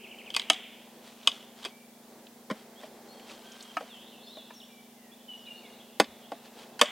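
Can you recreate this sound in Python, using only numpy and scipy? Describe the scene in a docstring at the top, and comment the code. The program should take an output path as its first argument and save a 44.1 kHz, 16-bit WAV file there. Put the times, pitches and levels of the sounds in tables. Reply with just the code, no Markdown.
"""Sharp cracks ring through mossy woodland as a hatchet splits a short billet on a chopping block.
Each blow drives damped modes of wood and hatchet with a push and tearing fibres; noise echoes from the trunks.
Clicks make splinter ticks and a ground thud, grainy noise makes rubbing sleeves, and gliding sines
make small birds. Under them lie a soft wash of shaped noise and the camera's faint hum and hiss."""
import sys
import numpy as np
from scipy import signal
from scipy.fft import rfft, irfft
from scipy.io import wavfile
from scipy.ndimage import uniform_filter1d

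SR = 44100
rng = np.random.default_rng(int(sys.argv[2]) if len(sys.argv) > 2 else 0)


def master(y):
    """Save y as 16-bit WAV."""
    cut = np.clip(np.atleast_2d(y).T, -1, 1)
    pcm = np.round(cut * 32767)  # scale
    wavfile.write(sys.argv[1], SR, pcm.astype(np.int16))


N = 304713

# Borders of the registers thud, knock, clack, rap, crack and snap, low to high, in Hz.
REGISTER_EDGES = [175, 420, 880, 2000, 2850, 4200, 15000]


def amp(db):
    """Turns decibels into gain."""
    return 10 ** (np.asarray(db) / 20)


def unit(x):
    """Scales to rms 1."""
    return x / np.sqrt(np.mean(x ** 2) + 1e-20)


def packet(x):
    """Scales to energy 1."""
    return x / np.sqrt(np.sum(x ** 2) + 1e-20)


def add(mix, s, sound):
    """Mixes a sound in at a time in seconds."""
    part = mix[max(round(s * SR), 0):][:len(sound)]
    part += sound[:len(part)]


def band(x, lo, hi, order=2):
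    """Causal band-pass between two frequencies in Hz."""
    sos = signal.butter(order, [lo, min(hi, .49 * SR)], "band", fs=SR, output="sos")
    return signal.sosfilt(sos, x)


def coloured(x, points):
    """Gives a noise the spectrum drawn through points (Hz, dB), at rms 1."""
    hz, db = np.transpose(points)
    shape = np.interp(np.log(np.fft.rfftfreq(len(x), 1 / SR) + 1), np.log(hz), db)
    return unit(irfft(rfft(x) * amp(shape), len(x)))


def chopping():
    """Splits, duller knocks and faint cracks, with a slap from one near trunk and the forest's tail."""
    # The billet splits. Each row: start in seconds, knock of the wood in dB, centre of the knock in Hz,
    # crack of the fibres in dB, ring of the hatchet in dB, tearing time in seconds,
    # factor on the wood's pitch, factor on its ringing time, send to the forest echo in dB.
    splits = [(.364, -49, 1700, -31, -48, 0.0024, 0.98, 0.55, -13),
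              (0.4995, -21, 930, -28, -21.5, 0.0023, 1.095, 1.24, -17),
              (1.273, -29.5, 1320, -31, -19.5, 0.0024, 0.99, 0.5, -24.5),
              (1.6487, -37.5, 1060, -43, -40.5, 0.0087, 1, 0.82, -38),
              (5.999, -11.5, 824, -28, -44, 0.0038, 1.013, 0.42, -27),
              (6.7925, -38, 1300, -44.5, -47.5, 0.0067, 1.25, 0.78, -22),
              (6.813, -15, 1110, -25, -22.5, 0.003, 1.036, 0.41, -13.5)]
    # Duller knocks: billet and hatchet bumping on the block, and the low thuds within the blows.
    # Each row: start in seconds, knock level in dB, centre of the knock in Hz, factor on the wood's pitch.
    knocks = [(1.657, -41, 328, 1.4), (2.5, -28.5, 947, 0.91), (2.5078, -31, 1050, 0.91),
              (2.511, -24.5, 198, .8), (2.8331, -40, 700, 0.92), (3.768, -24.5, 1136, 1.1),
              (3.8071, -36.5, 740, 0.95), (3.824, -44, 620, 0.98), (4.369, -43, 644, 0.94),
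              (4.5041, -44, 1140, 1.47), (6.005, -25.5, 257, 1), (6.318, -30.5, 715, 1),
              (6.817, -17, 820, 0.87)]
    # Short, faint cracks: fibres giving way, and one trunk's slap just after the first loud split.
    # Each row: start in seconds, level of the crack in dB.
    faint_cracks = [(0.3029, -54.5), (0.341, -51.5), (0.347, -47), (0.3958, -45.5), (0.417, -55.5),
                    (0.5315, -51), (1.2312, -69), (1.6291, -65), (1.642, -58)]

    contacts = list(splits)
    for s, db, centre_hz, pitch in knocks:
        bright_db = db - 27.5  # only a little crack and hatchet ring
        contacts.append((s, db, centre_hz, bright_db, bright_db, 0.0046, pitch, 0.7, -16.5))
    for s, db in faint_cracks:
        contacts.append((s, db - 14, 1200, db, db + 11, 0.0012, 1.04, 1, -20))

    near, far = np.zeros(N), np.zeros(N)
    for s, *contact, echo_db in contacts:
        sound = blow(*contact)
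        add(near, s, sound)
        add(far, s, amp(echo_db) * sound)

    # slap from the nearest trunk
    slap_delay_s, slap_db = .0428, -22
    add(near, slap_delay_s, amp(slap_db) * band(near, 2700, 4600, order=1))

    # moss swallows the lows and needles the highs, so the upper middle lasts longest
    low = amp(-5) * forest_wash(far, 590, 2000, t60=0.84)
    middle = forest_wash(far, 1900, 2600, t60=0.99) + forest_wash(far, 2850, 3560, t60=0.93)
    high = amp(-9) * forest_wash(far, 3700, 8500, t60=0.4)
    return near + low + middle + high


def blow(knock_db, knock_hz, crack_db, ring_db, tear_s, pitch, sustain):
    """The wood's knock, the fibres' crack and the hatchet's ring add their power in each register."""
    # Modes of block and billet, before the blow retunes and damps them.
    # Each row: frequency in Hz, level in dB within its register, time to fall 60 dB in seconds.
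    wood_modes = [(205, -2.5, 0.066), (275, 10, 0.086), (462, 5, 0.022), (614, 17.5, 0.022),
                  (689.5, 10.5, 0.089), (825, 18, 0.0087), (919, 12.5, 0.02), (1147, 11.5, 0.032),
                  (1460, 11, .014), (1645, 9, 0.021), (1905, 7, .022), (2064, 14, 0.025),
                  (2372, 12.5, 0.023), (2594, 11, 0.054)]
    # Modes of the hatchet, the same in every blow.
    # Each row: frequency in Hz, level in dB within its register, time to fall 60 dB in seconds.
    hatchet_modes = [(3120, 7.5, 0.005), (3580, 3.5, 0.0063), (4000, 1, 0.0047), (4600, 16, .0035),
                     (6570, 3, 0.007), (7980, 9.5, 0.0018), (11500, 2, 0.00062)]
    # How tearing fibres spread over the registers: one level per register, low to high, in dB.
    fibre_colour = [-31, -15, -1.5, 3, 3.5, 5]
    # How the hatchet's head spreads over the registers: one level per register, low to high, in dB.
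    head_colour = [-45.5, -39, -21, -41, 4, -12.5]
    below_db, above_db = 10, 13  # fall of a knock per octave below and above its centre

    centres = np.sqrt(np.multiply(REGISTER_EDGES[:-1], REGISTER_EDGES[1:]))
    octaves = np.log2(centres / knock_hz)
    knock = amp(knock_db - np.maximum(-below_db * octaves, above_db * octaves))
    fibres = amp(crack_db) * amp(fibre_colour)
    ring = amp(ring_db) * amp(head_colour)
    levels_db = 10 * np.log10(knock ** 2 + fibres ** 2 + ring ** 2)

    # grip and blade retune and damp the wood; the hatchet keeps its own modes
    tuned_wood = [(hz * pitch, db, t60 * sustain) for hz, db, t60 in wood_modes]
    return strike(levels_db, max(tear_s, 1 / SR), tuned_wood + list(hatchet_modes))


def strike(levels_db, tear_s, modes):
    """A push and tearing fibres ring damped modes, levelled by register (dB rms over 10 ms)."""
    t = np.arange(SR // 6) / SR

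    # block, logs and ground close by scatter the sound for a few hundredths of a second
    surroundings = amp(-11) * dying_clicks(t, 0.013, spread_db=11)
    surroundings[0] += 1  # direct sound
    surroundings[round(.0063 * SR)] += amp(-15)  # ground reflection

    # a rounded push carries the lows, the first fibres snap within a millisecond,
    # and the rest tear after them
    push_s, snap_s = .00009, 0.00071
    push = .5 * packet(t * np.exp(-t / push_s))
    snap = amp(-1) * dying_clicks(t, snap_s)
    # a longer tear carries more energy
    tearing = amp(-2) * np.sqrt(tear_s / 0.0022) * dying_clicks(t, tear_s)
    force = signal.fftconvolve(push + snap + tearing, surroundings)[:len(t)]

    out = np.zeros(len(t))
    for level_db, lo, hi in zip(levels_db, REGISTER_EDGES[:-1], REGISTER_EDGES[1:]):
        ring = np.zeros(len(t))
        for k, (hz, mode_db, t60) in enumerate(modes):
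            if lo <= hz < hi:
                # neighbouring modes start with opposite signs
                ring += (-1) ** k * amp(mode_db - 60 * t / t60) * np.sin(2 * np.pi * hz * t)
        driven = signal.fftconvolve(force, ring)[:len(t)]
        out += amp(level_db) * packet(band(driven, lo, hi, order=3))
    return out * np.sqrt(SR / 100)  # energy 1 becomes rms 1 over 10 ms


def dying_clicks(t, life, spread_db=3, rise_s=0.00087):
    """A swarm of unequal clicks builds up quickly and fades with the time constant life (s)."""
    sizes = rng.standard_normal(len(t)) * amp(spread_db * rng.standard_normal(len(t)))
    return packet(sizes * (1 - np.exp(-t / rise_s)) * np.exp(-t / life))


def forest_wash(x, lo, hi, t60, build_s=0.005, flutter_db=0.5):
    """Countless trunks blur a crack into noise that follows its power in one band, then dies away."""
    t = np.arange(SR) / SR
    decay = packet((1 - np.exp(-t / build_s)) * amp(-60 * t / t60)) ** 2
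    power = abs(signal.fftconvolve(band(x, lo, hi) ** 2, decay)[:N])
    flutter = amp(flutter_db * unit(uniform_filter1d(rng.standard_normal(N), size=400)))
    noise = unit(band(rng.standard_normal(N), lo, hi, order=3))
    return np.sqrt(power) * flutter * noise


def taps():
    """Splinters tick as the billet turns in the hand; the ground thuds dully after the heaviest blow."""
    # Splinter ticks. Each row: start in seconds, pitch in Hz, level in dB.
    ticks = [(2.2679, 3150, -53), (3.196, 2670, -54), (3.2965, 2760, -49.5), (3.519, 5900, -51.5),
             (3.6062, 4300, -47), (3.6252, 6960, -49.5)]
    # Ground thud. Each row: start in seconds, pitch in Hz, level in dB, dying time in seconds.
    thuds = [(6.07, 80, -61, 0.032)]
    tick_s = 0.0038  # dying time of a tick

    out = np.zeros(N)
    for s, hz, db in ticks:
        add(out, s, tap(hz, db, tick_s))
    for s, hz, db, life in thuds:
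        add(out, s, tap(hz, db, life))
    return out


def tap(hz, db, life, octaves=0.26):
    """A short burst of clicks in one resonance, octaves to each side; dB rms over 10 ms."""
    burst = dying_clicks(np.arange(SR // 4) / SR, life)
    resonance = packet(band(burst, hz * 2 ** -octaves, hz * 2 ** octaves))
    return amp(db) * resonance * np.sqrt(SR / 100)


def rubbing(grain_db=3):
    """Sleeve, glove and bark rub: grainy friction noise swells and fades with each move of the arms."""
    # Strokes. Each row: middle in seconds, length in seconds (two standard deviations of the swell),
    # level at the middle in dB.
    rubs = [(1.077, 0.076, -54.5), (1.311, 0.18, -52), (1.637, 0.09, -51.5), (2.591, 0.066, -57.5),
            (2.837, 0.062, -55), (3.31, 0.05, -52), (3.59, 0.56, -54.5), (6.46, 0.026, -53.5),
            (6.606, 0.077, -52)]
    # Spectrum of the friction. Each row: frequency in Hz, relative level in dB.
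    rub_colour = [(150, -7.5), (500, 9), (1000, 11), (1800, 5.5), (3200, 10.5), (6000, 1.5), (10000, -4.5),
                  (16000, -55)]

    t = np.arange(N) / SR
    stroke = sum(amp(db) * np.exp(-2 * ((t - s) / length) ** 2) for s, length, db in rubs)
    grains = amp(grain_db * unit(uniform_filter1d(rng.standard_normal(N), size=90)))
    return stroke * coloured(grains * rng.standard_normal(N), rub_colour)


def birds():
    """Gliding whistles sing single notes over a faint chatter from deep among the trees."""
    # The nearer birds' slurs and one low coo. Each row: start in seconds, length in seconds,
    # first pitch in Hz, last pitch in Hz, level in dB before the birds' common gain.
    slurs = [(0, .24, 381, 374.4, -56.5), (1.686, 0.16, 2267, 2420, -64), (2.754, 0.059, 3160, 3700, -57.5),
             (3.078, 0.07, 4230, 4430, -58.5), (3.11, .3, 3304, 3130, -64.5),
             (3.407, .26, 1540, 1630, -64.5), (3.45, 0.12, 3300, 3130, -57.5),
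             (3.635, 0.093, 3290, 3134, -56), (3.889, .1, 3880, 2990, -53.5),
             (4.222, 0.1, 4280, 4350, -61.5), (4.257, .045, 4920, 5650, -62),
             (4.26, .09, 3446, 4260, -53.5), (4.347, 0.071, 4200, 3370, -51),
             (4.537, 0.022, 6750, 5500, -58), (4.559, 0.031, 5580, 5450, -56),
             (4.6, 0.021, 4060, 2830, -51.5), (4.619, .028, 2810, 3770, -54),
             (4.677, 0.16, 2400, 2290, -63.5), (4.954, 0.17, 2140, 1866, -68.5),
             (5.114, 0.035, 3320, 3710, -58.5), (5.276, 0.098, 3060, 2872, -46),
             (5.372, 0.063, 6000, 4920, -67.5), (5.452, 0.02, 3370, 4150, -57),
             (5.456, 0.079, 2930, 2820, -47), (5.459, .04, 2680, 2340, -57), (5.552, .055, 4250, 4470, -63),
             (5.618, 0.076, 2550, 2090, -60), (5.649, .022, 3350, 4050, -57), (5.733, .03, 3440, 4220, -62),
             (5.798, 0.022, 3240, 3670, -56), (6.1, .04, 2010, 2430, -70), (6.244, .025, 3050, 3630, -63)]
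    # Chatter of farther birds over time. Each row: time in seconds, level of one chirp in dB
    # before the gains of chatter and birds.
    chatter_levels = [(0, -58), (2.8, -73), (3.7, -61), (4.05, -52), (4.9, -66), (5.8, -56), (6.7, -61)]
    chirp_count, chirp_s, chatter_hz = 130, .03, 3200  # length and pitch at the middle of their spread
    spread_octaves, slur_octaves = 0.3, 0.306

    song, chatter = np.zeros(N), np.zeros(N)
    for s, *shape in slurs:
        add(song, s, note(*shape))

    for k, (when, span, height, way) in enumerate(rng.uniform(-1, 1, (chirp_count, 4))):
        s = (k + .5 + when / 2) * N / SR / chirp_count
        slur = slur_octaves * np.sign(way) * np.array([-.5, .5])  # upward or downward
        pitches = chatter_hz * 2 ** (spread_octaves * height + slur)
        db = np.interp(s, *np.transpose(chatter_levels))
        add(chatter, s, note(chirp_s * 2 ** span, *pitches, db))

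    # the farther off a bird is, the weaker its direct sound against the echo
    direct = song + amp(-9) * chatter
    echo = forest(amp(-2.5) * (song + chatter), t60=1.0, build_s=0.0034)
    return amp(-1) * (direct + echo)


def trill(fade_db_per_s=-4):
    """One bird repeats a syllable of gliding whistles, wrapped in its own forest echo."""
    # One syllable. Each row: start within the syllable in seconds, length in seconds,
    # first pitch in Hz, last pitch in Hz, level in dB before the trill's fade.
    syllable = [(0, .028, 3333, 2403, -48.5), (0.031, 0.0094, 2150, 2540, -51.5)]
    # the trill is already under way at the start
    first_s, step_s, count = -.338, .0745, 14

    # a second of lead-in lets the echo build up
    song = np.zeros(SR + N)
    for k in range(count):
        start = first_s + k * step_s
        for s, *shape in syllable:
            add(song, 1 + start + s, amp(fade_db_per_s * start) * note(*shape))
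    echo = amp(-1.5) * forest(song, t60=1.0, build_s=.006)
    return (song + echo)[SR:]


def note(length, first_hz, last_hz, db, waver=0.008, flutter_db=2.5):
    """A sine whistle slurs between two pitches, its pitch wavering and its level fluttering slightly."""
    u = np.linspace(0, 1, max(round(length * SR), 2))
    slow_noise = uniform_filter1d(rng.standard_normal((2, SR // 2)), size=220, axis=1)
    bend, flutter = unit(slow_noise)[:, :len(u)]
    # the slur lingers at its low end and sweeps at its high end
    height = (u if last_hz > first_hz else 1 - u) ** 1.8
    glide_hz = min(first_hz, last_hz) + abs(last_hz - first_hz) * height
    whistle = np.sin(2 * np.pi * np.cumsum(glide_hz * (1 + waver * bend)) / SR)
    return amp(db) * unit(whistle * amp(flutter_db * flutter) * signal.windows.tukey(len(u), .3))


def forest(x, t60, build_s):
    """Diffuse echo from many trunks: a noise tail swells briefly, then dies away."""
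    t = np.arange(SR) / SR
    tail = rng.standard_normal(SR) * (1 - np.exp(-t / build_s)) * amp(-60 * t / t60)
    return signal.fftconvolve(x, packet(tail))[:len(x)]


def air(db=-57, swell_db=2.0, apart_db=-17):
    """The woodland's soft, distant wash: slowly swelling noise, nearly the same in both channels."""
    # Spectrum of the wash. Each row: frequency in Hz, relative level in dB.
    air_colour = [(20, -28.5), (50, -38), (100, -23), (160, -16.5), (250, -15), (320, -8), (430, -7),
                  (800, -8.5), (1250, -20.5), (2000, -21), (3000, -31), (4000, -24.5), (8000, -32.5),
                  (16000, -70)]

    swell = unit(np.interp(np.arange(N), np.linspace(0, N, num=30), rng.standard_normal(size=30)))
    shared, left, right = (coloured(noise, air_colour) for noise in rng.standard_normal((3, N)))
    return amp(db + swell_db * swell) * (shared + amp(apart_db) * np.array([left, right]))


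def scene():
    """Chopping, taps, birds and rubbing sit in the middle of the woodland wash."""
    return chopping() + taps() + birds() + trill() + rubbing() + air()


def record(dry, wander_s=.00008, throb_s=0.00969, ceiling=.95, cutoff_hz=16200):
    """The camera adds its hum and hiss, rounds off the sharpest peaks and limits the band."""
    # Steady hum of the camera. Each row: frequency in Hz, level in dB rms.
    hum_lines = [(150, -75), (187.5, -76), (212.5, -62.5), (237.5, -59), (262.5, -71), (425, -70)]

    t = np.arange(N) / SR
    # the hum's lines share one clock, so they beat together as a quick, even throb
    clock = t - throb_s + wander_s * unit(uniform_filter1d(rng.standard_normal(N), size=16000))
    hum = sum(amp(db) * unit(np.cos(2 * np.pi * hz * clock)) for hz, db in hum_lines)

    shared_hiss = amp(-67) * rng.standard_normal(N)
    own_hiss = amp(-59.0) * rng.standard_normal((2, N))  # one for each channel
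    out = dry + hum + band(shared_hiss + own_hiss, 140, SR / 2, order=1)

    # no swing passes the input's ceiling
    out = out / (1 + (out / ceiling) ** 8) ** (1 / 8)
    lowpass = signal.firwin(511, cutoff_hz, window=("kaiser", 9), fs=SR)
    return signal.oaconvolve(out, lowpass[None], "same")


dry = scene()
out = record(dry)
master(out)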